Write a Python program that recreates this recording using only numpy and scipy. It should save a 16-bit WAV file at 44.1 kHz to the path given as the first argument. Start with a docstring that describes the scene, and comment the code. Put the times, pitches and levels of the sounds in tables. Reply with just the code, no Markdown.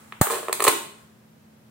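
"""Prying a lid off a tub

A snap-on plastic lid comes off, close to the microphone in a small room: a tick, then a pop with a puff of air.
The lid scrapes along the rim, then lets go in a quickening run of snaps and one loud rip.
Snaps and rubbing drive ringing modes and coloured bursts; the pop is a coloured burst, the puff a pressure pulse.
Shaped noise gives the handling, the room's tail and its low background, with a faint steady-pitched hum."""
import sys
import numpy as np
from scipy import signal
from scipy.fft import rfft, irfft
from scipy.io import wavfile

SR = 44100
rng = np.random.default_rng(int(sys.argv[2]) if len(sys.argv) > 2 else 0)


def pcm_store(signal):
    """Save signal as 16-bit PCM."""
    levels = np.round(np.clip(np.atleast_2d(signal), -1, 1) * 32767)
    wavfile.write(sys.argv[1], SR, levels.astype(np.int16).T)


N = 74970  # samples, 1.7 s

# All table levels are relative unless noted: later gains set how loud each layer is.
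# the lid slips on the rim: start_s, knock_db, clack_db, clack_upper_edge_hz, crack_db, crack_decay_s
LID_SNAPS = [(0.1235, -33, -18, 2973, -36, 0.00045), (0.2697, -14.5, -11, 2010, -21.5, .001),
             (0.3006, -15.5, -18.5, 4000, -20.5, .001), (.4290, -22, -33.5, 1500, -31, .001),
             (0.4835, -14, -11.5, 2334, -21, .0005), (0.4945, -11, -20, 2190, -27.5, .001),
             (0.5277, -17, -12, 8910, -1.5, 0.00045), (0.5967, -16.5, -26.5, 3020, -22.5, .001),
             (0.6039, -11, -8.5, 5000, -9, .0008), (0.6214, -12.5, -15, 3040, -11.5, .001),
             (.6240, -16, -15.5, 3990, -5, 0.0018), (0.6406, -20, -16, 4016, 1, .0004),
             (.6443, -17.5, -20, 4080, -4.5, .0006), (.6500, -9.5, -10.5, 3000, -3, 0.00093),
             (0.6679, -10.5, -6, 3000, -10, .001), (0.6717, -7.5, -16.5, 5017, -16.5, .001),
             (0.6773, -13.5, -4, 4990, -11, .001), (.6793, -3, -3, 8000, 2, .0012),
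             (0.6828, -24, -14.5, 6137, 1, .001), (0.6945, -36.5, -9.5, 2996, -15, .001),
             (0.6998, -21.5, -14.5, 3990, -16.5, .001)]
# what the lid and tub ring with: pitch_hz, level_db, time_to_fall_60_db_s
LID_MODES = [(320, -19, .025), (375, -14, 0.042), (452.6, -16.5, .03), (632, -11.5, 0.027),
             (918, -17.5, 0.016), (1041, -13, .026), (1193, -17, 0.0082), (1379, -14.5, 0.016),
             (1685, -11.5, 0.0075)]
# colour of the thin wall's mid clack: pitch_hz, level_db
CLACK_COLOUR = [(250, -26), (500, -17), (900, 1.5), (1500, 4), (2500, 2.5), (3600, 0.5), (4800, -9.5),
                (7000, -17), (15000, -29.5)]
# colour of the thin wall's bright crack: pitch_hz, level_db
CRACK_COLOUR = [(200, -44.5), (700, -15.5), (1500, -20.5), (2800, -7.5), (4400, -8.5), (5500, -12.5),
                (7000, -4), (8600, 1), (10500, -6.5), (13000, -8), (15500, -6)]
# friction as the lid scrapes along the rim: time_s, level_db
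SCRAPE_LEVEL = [(.290, -27), (.303, -2.5), (.314, 1.5), (.34, -2.5), (.37, -6.5), (.41, -19.5),
                (.47, -18.5), (.51, -53.5)]
# friction in the final rip: time_s, level_db
RIP_LEVEL = [(.655, -22), (.671, 6.5), (.680, 6), (.688, -1), (.70, -7.5), (.72, -28)]
# echoes off close surfaces: left_delay_s, right_delay_s, level_db
CLOSE_ECHOES = [(.00172, 0.0017, -8), (.0040, .0038, -11)]
# the room's tail: pitch_hz, level_db, time_to_fall_60_db_s
ROOM_TAIL = [(100.2, -20.5, 0.44), (230, -4, .5), (375, -3, .5), (1010, -2, 0.47), (1863, -2.5, 0.5),
             (3516, 0, 0.54), (5420, -3.5, 0.52), (8200, -3.5, 0.46), (12030, -2.5, 0.43), (15540, -6, 0.4)]
# how alike left and right are in diffuse sound: pitch_hz, likeness (0 unrelated, 1 the same)
SIDE_LIKENESS = [(200, 0.87), (400, 0.3), (800, 0), (1600, 0), (4000, 0), (12000, 0)]
# colour of the background noise: pitch_hz, level_db
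BACKGROUND_COLOUR = [(30, -57), (60, -20.5), (90, -5), (140, -2), (220, -6), (300, -12.5), (450, -12.5),
                     (800, -18), (1600, -21.5), (4000, -29.5), (8500, -32.5), (15500, -33)]
# hands rub the plastic, taking hold and later moving the lid away: time_s, level_db (re full scale)
GRIP_LEVEL = [(0, -52.5), (.1, -55), (.2, -56), (.3, -87), (.85, -76), (1.0, -55.5), (1.15, -68),
              (1.3, -81.5)]
# colour of that rubbing: pitch_hz, level_db
RUBBING_COLOUR = [(300, -3.5), (1200, 6), (3000, -6), (5500, -11), (8700, -2), (11000, -11.5), (15000, -10)]
# the lid flips and pushes out air: start_s, level_db, upper_edge_hz
AIR_PUFFS = [(0.2131, -2.5, 819), (0.681, -26, 298.6)]
# uneven beaming of the crack, before each side is scaled to unit energy: pitch_hz, left_minus_right_db
CRACK_BEAM = [(2000, 1.5), (4500, 6.5), (6500, 1), (8500, -11), (10500, -6.5), (12500, 5.5), (15500, 7)]
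# colour of the hollow, bright burst as the seal tears open: pitch_hz, level_db
POP_COLOUR = [(150, -34), (500, -6.5), (820, 8.5), (1000, -3), (1200, -0.5), (1450, -0.5), (1720, 1),
              (2300, -13), (4000, -13), (5400, -17), (7000, -5), (8800, -2), (11000, -11), (15500, -0.5)]

T = np.arange(N) / SR  # s
EDGES = np.geomspace(25, 17500, 29)  # band edges, Hz
CENTRES = np.sqrt(EDGES[1:] * EDGES[:-1])  # Hz

BACKGROUND_DB, HUM_HZ, HUM_DB, HUM_WAVER = -55.5, 218.2, -58.5, .15  # waver: rms share of the hum
MODE_SCATTER_DB, BEND_SHARE = 2.5, .04  # largest change of a mode's level and pitch, up or down
CLACK_DB, CRACK_DB = 8, 9
BODY_LOW_CUT_HZ = 250  # the small lid radiates little bass
SLIPS_PER_S, SLIP_SPREAD_DB = 1500, 2.5  # average rate, spread before the extremes are limited
RUB_KNOCK_DB, RUB_CLACK_DB, RUB_CRACK_DB = -39, -42.5, -37
SUCTION_S, SUCTION_SHARE = .0024, .51  # build-up time, strength beside the push of air
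PUFF_DECAY_S, PUFF_LOW_HZ, PUFF_PAN_DB = .0017, 94.5, -3
SWING_HZ, SWING_T60_S, SWING_DB = 117, .019, -6  # the air swings in the tub's mouth
POP_S, POP_DB, POP_DECAY_S, POP_PAN_DB = .2130, 16.5, .0026, 1
LEFT_LAG_S = .00003  # direct sound reaches the left later
ROOM_DB, ROOM_BUILD_S = -3.5, .004
SCATTER_DB, SCATTER_DECAY_S = -7, .0042  # early scatter off hands, body and sofa
# how much of each source reaches the microphone directly, and how much excites the room
BODY_NEAR_DB, CRACK_NEAR_DB, POP_NEAR_DB = -.5, -4.5, -8
BODY_ROOM_DB, CRACK_ROOM_DB, POP_ROOM_DB = 0, -.36, 1.9
CUTOFF_HZ = 15750


def amp(db):
    """Turn decibels into a gain."""
    return 10 ** (np.asarray(db) / 20)


def unit(x):
    """Scale to unit energy."""
    return x / np.sqrt(np.sum(x ** 2) + 1e-20)


def at_hz(table, hz, axis=1):
    """Read a table column between its rows, with pitch spaced logarithmically."""
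    table = np.array(table)
    return np.interp(np.log(hz), np.log(table[:, 0]), table[:, axis])


def level(curve):
    """Gain over time, practically silent outside the curve."""
    return amp(np.interp(T, *np.transpose(curve), left=-150, right=-150))


def passed(x, order, hz, kind="low"):
    """Keep only one range of pitches; the tiny offset avoids slow arithmetic in silence."""
    return signal.sosfilt(signal.butter(order, hz, kind, fs=SR, output="sos"), x + 1e-18)


def colour(x, table):
    """Filter with the table's spectrum, scaled to unit energy, without sounding ahead of the input."""
    size = 4096
    hz = np.maximum(np.arange(size // 2 + 1) * SR / size, 1)
    # folding the cepstrum gives a minimum-phase filter
    cepstrum = irfft(np.log(amp(at_hz(table, hz))))
    cepstrum[1:size // 2] *= 2
    cepstrum[size // 2 + 1:] = 0
    response = unit(irfft(np.exp(rfft(cepstrum))))
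    return signal.fftconvolve(x, response)[:N]


def ring(x, hz, t60):
    """One mode: every push starts a sine that falls 60 dB in t60 seconds."""
    r = np.exp(-np.log(1000) / (t60 * SR))
    w = 2 * np.pi * hz / SR
    return signal.lfilter([0, np.sin(w)], [1, -2 * r * np.cos(w), r * r], x + 1e-18)


def delay(x, s):
    """The same sound, later."""
    return np.concatenate([np.zeros(int(round(abs(s) * SR))), x])[:N]


def panned(x, db):
    """Place a sound: left minus right in dB."""
    return x * amp(db * np.array([[.5], [-.5]]))


def burst(start_s, decay_s):
    """A tiny run of fractures, even across the spectrum, that dies at once; unit energy."""
    t = T[:SR // 10]
    spectrum = rfft(rng.standard_normal(len(t)) * np.exp(-t / decay_s))
    # keep the timing of the noise but make all pitches equally strong
    run = irfft(np.exp(1j * np.angle(spectrum)))[:len(t) // 2]
    return delay(np.pad(unit(run), (0, N)), start_s)


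def diffuse_bands():
    """Stereo noise in about third octaves, alike in the bass and unrelated in the treble."""
    mid, side = rfft(rng.standard_normal((2, N)))
    hz = np.arange(len(mid)) * SR / N
    for low, high, centre in zip(EDGES, EDGES[1:], CENTRES):
        alike = np.clip(at_hz(SIDE_LIKENESS, centre), -1, 1)
        shared = np.sqrt(1 + alike) * mid
        opposed = np.sqrt(1 - alike) * side * np.array([[1], [-1]])
        in_band = (hz >= low) & (hz < high)
        yield centre, irfft((shared + opposed) * in_band, N)


def air(table):
    """Diffuse noise of a given colour, rms 1."""
    noise = sum(amp(at_hz(table, hz)) * band for hz, band in diffuse_bands())
    return unit(noise) * np.sqrt(2 * N)


def background():
    """Low room noise and a hum whose loudness wavers slowly and randomly."""
    waver = unit(passed(rng.standard_normal(N), 2, 6)) * np.sqrt(N)
    hum = np.sqrt(2) * np.sin(2 * np.pi * HUM_HZ * T) * (1 + HUM_WAVER * waver)
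    return amp(BACKGROUND_DB) * air(BACKGROUND_COLOUR) + amp(HUM_DB) * hum


def grip():
    """Hands rubbing faintly on the plastic: diffuse noise that swells and fades."""
    return level(GRIP_LEVEL) * air(RUBBING_COLOUR)


def knocks():
    """Each snap rings the low modes, detuned by how the lid is bent just then."""
    out, t = np.zeros(N), T[:SR // 8]
    hz, mode_db, t60 = np.transpose(LID_MODES)[:, :, None]
    signs = (-1) ** (np.arange(len(LID_MODES)) // 2)
    for s, db, *_ in LID_SNAPS:
        bend, strength = rng.uniform(-1, 1, (2, len(LID_MODES), 1))
        gain = amp(db + mode_db + MODE_SCATTER_DB * strength)
        fade = np.exp(-np.log(1000) * t / t60)
        tone = np.sin(2 * np.pi * hz * (1 + BEND_SHARE * bend) * t)
        start = int(s * SR)
        out[start:start + len(t)] += signs @ (gain * fade * tone)
    return out


def blows():
    """At each snap one clean push; a lower upper edge makes a softer, duller contact."""
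    out = 0
    for s, _, db, edge_hz, _, _ in LID_SNAPS:
        push = signal.unit_impulse(N, int(s * SR))
        out = out - amp(db) * passed(push, 2, min(edge_hz, SR / 3))
    return out


def lid_body():
    """Snaps and slips ring the lid's low modes and clack in its wall."""
    rub = amp(RUB_KNOCK_DB) * friction()
    rubbed = 0
    for k, (hz, db, t60) in enumerate(LID_MODES):
        rubbed = rubbed + amp(db) * ring(rub, hz, t60) * (-1) ** (k // 2)
    clack = colour(blows() + amp(RUB_CLACK_DB) * friction(), CLACK_COLOUR)
    body = knocks() + rubbed + amp(CLACK_DB) * clack
    return passed(body, 3, BODY_LOW_CUT_HZ, "high")


def lid_crack():
    """The bright edge of each snap and the hiss of the scrape, coloured by the thin wall."""
    snaps = sum(amp(db) * burst(s, decay_s) for s, *_, db, decay_s in LID_SNAPS)
    return amp(CRACK_DB) * colour(snaps + amp(RUB_CRACK_DB) * friction(), CRACK_COLOUR)


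def puff():
    """Suction builds under the lid and flips into a short push of air, which swings in the tub's mouth."""
    out = 0
    for s, db, high_hz in AIR_PUFFS:
        t = T - s
        suction = -SUCTION_SHARE * np.exp(-abs(t) / SUCTION_S)
        push = np.exp(-abs(t) / PUFF_DECAY_S)
        swing = ring(signal.unit_impulse(N, int(s * SR)), SWING_HZ, SWING_T60_S)
        pressure = np.where(t < 0, suction, push) + amp(SWING_DB) * swing
        out = out + amp(db) * passed(pressure, 2, [PUFF_LOW_HZ, high_hz], "band")
    return panned(out, PUFF_PAN_DB)


def seal_pop():
    """The seal tears open: a brief run of fractures with a hollow, bright colour."""
    return amp(POP_DB) * colour(burst(POP_S, POP_DECAY_S), POP_COLOUR)


def friction():
    """Dense uneven slips, fresh on each call, while the lid drags over the rim."""
    happens = rng.random(N) < SLIPS_PER_S / SR
    direction = rng.choice([-1, 1], N)
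    strength = amp(SLIP_SPREAD_DB * np.clip(rng.standard_normal(N), -2, 2))
    slips = unit(happens * direction * strength) * np.sqrt(N)  # rms 1
    return slips * (level(SCRAPE_LEVEL) + level(RIP_LEVEL))


def near(x):
    """Direct sound and the first echoes off tub, hands and body."""
    sides = []
    for c in (0, 1):  # left, right
        direct = delay(x, LEFT_LAG_S * (1 - c))
        echoes = sum(amp(row[2]) * delay(x, row[c]) for row in CLOSE_ECHOES)
        sides.append(direct + echoes)
    return np.array(sides)


def beamed(pair):
    """Colour the two sides oppositely, because the crack beams unevenly."""
    sides = zip(pair, (.5, -.5))
    return np.array([colour(x, [(hz, side * db) for hz, db in CRACK_BEAM]) for x, side in sides])


def room(x):
    """Early scatter, then a diffuse tail that builds quickly and dies band by band."""
    response = 0
    scatter = amp(SCATTER_DB) * unit(np.exp(-T / SCATTER_DECAY_S))
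    for hz, band in diffuse_bands():
        fade = np.exp(-np.log(1000) * T / at_hz(ROOM_TAIL, hz, axis=2))
        fade = fade * (1 - np.exp(-T / ROOM_BUILD_S))
        tail = amp(ROOM_DB + at_hz(ROOM_TAIL, hz)) * unit(fade)
        response = response + band * np.hypot(tail, scatter)
    return signal.fftconvolve(x[None], response, axes=1)[:, :N]


def scene():
    """Add up lid, seal, puffs and hands with the room and its background."""
    body, crack, pop = lid_body(), lid_crack(), seal_pop()
    close = amp(BODY_NEAR_DB) * near(body)
    close = close + amp(CRACK_NEAR_DB) * beamed(near(crack))
    close = close + amp(POP_NEAR_DB) * panned(near(pop), POP_PAN_DB)
    tail = room(amp(BODY_ROOM_DB) * body + amp(CRACK_ROOM_DB) * crack + amp(POP_ROOM_DB) * pop)
    return close + puff() + tail + grip() + background()


def record(dry):
    """Peaks beyond full scale are clipped, then the top of the treble is cut."""
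    top_cut = signal.ellip(10, .1, 70, CUTOFF_HZ, fs=SR, output="sos")
    return signal.sosfilt(top_cut, np.clip(dry, -1, 1))


dry = scene()
out = record(dry)
pcm_store(out)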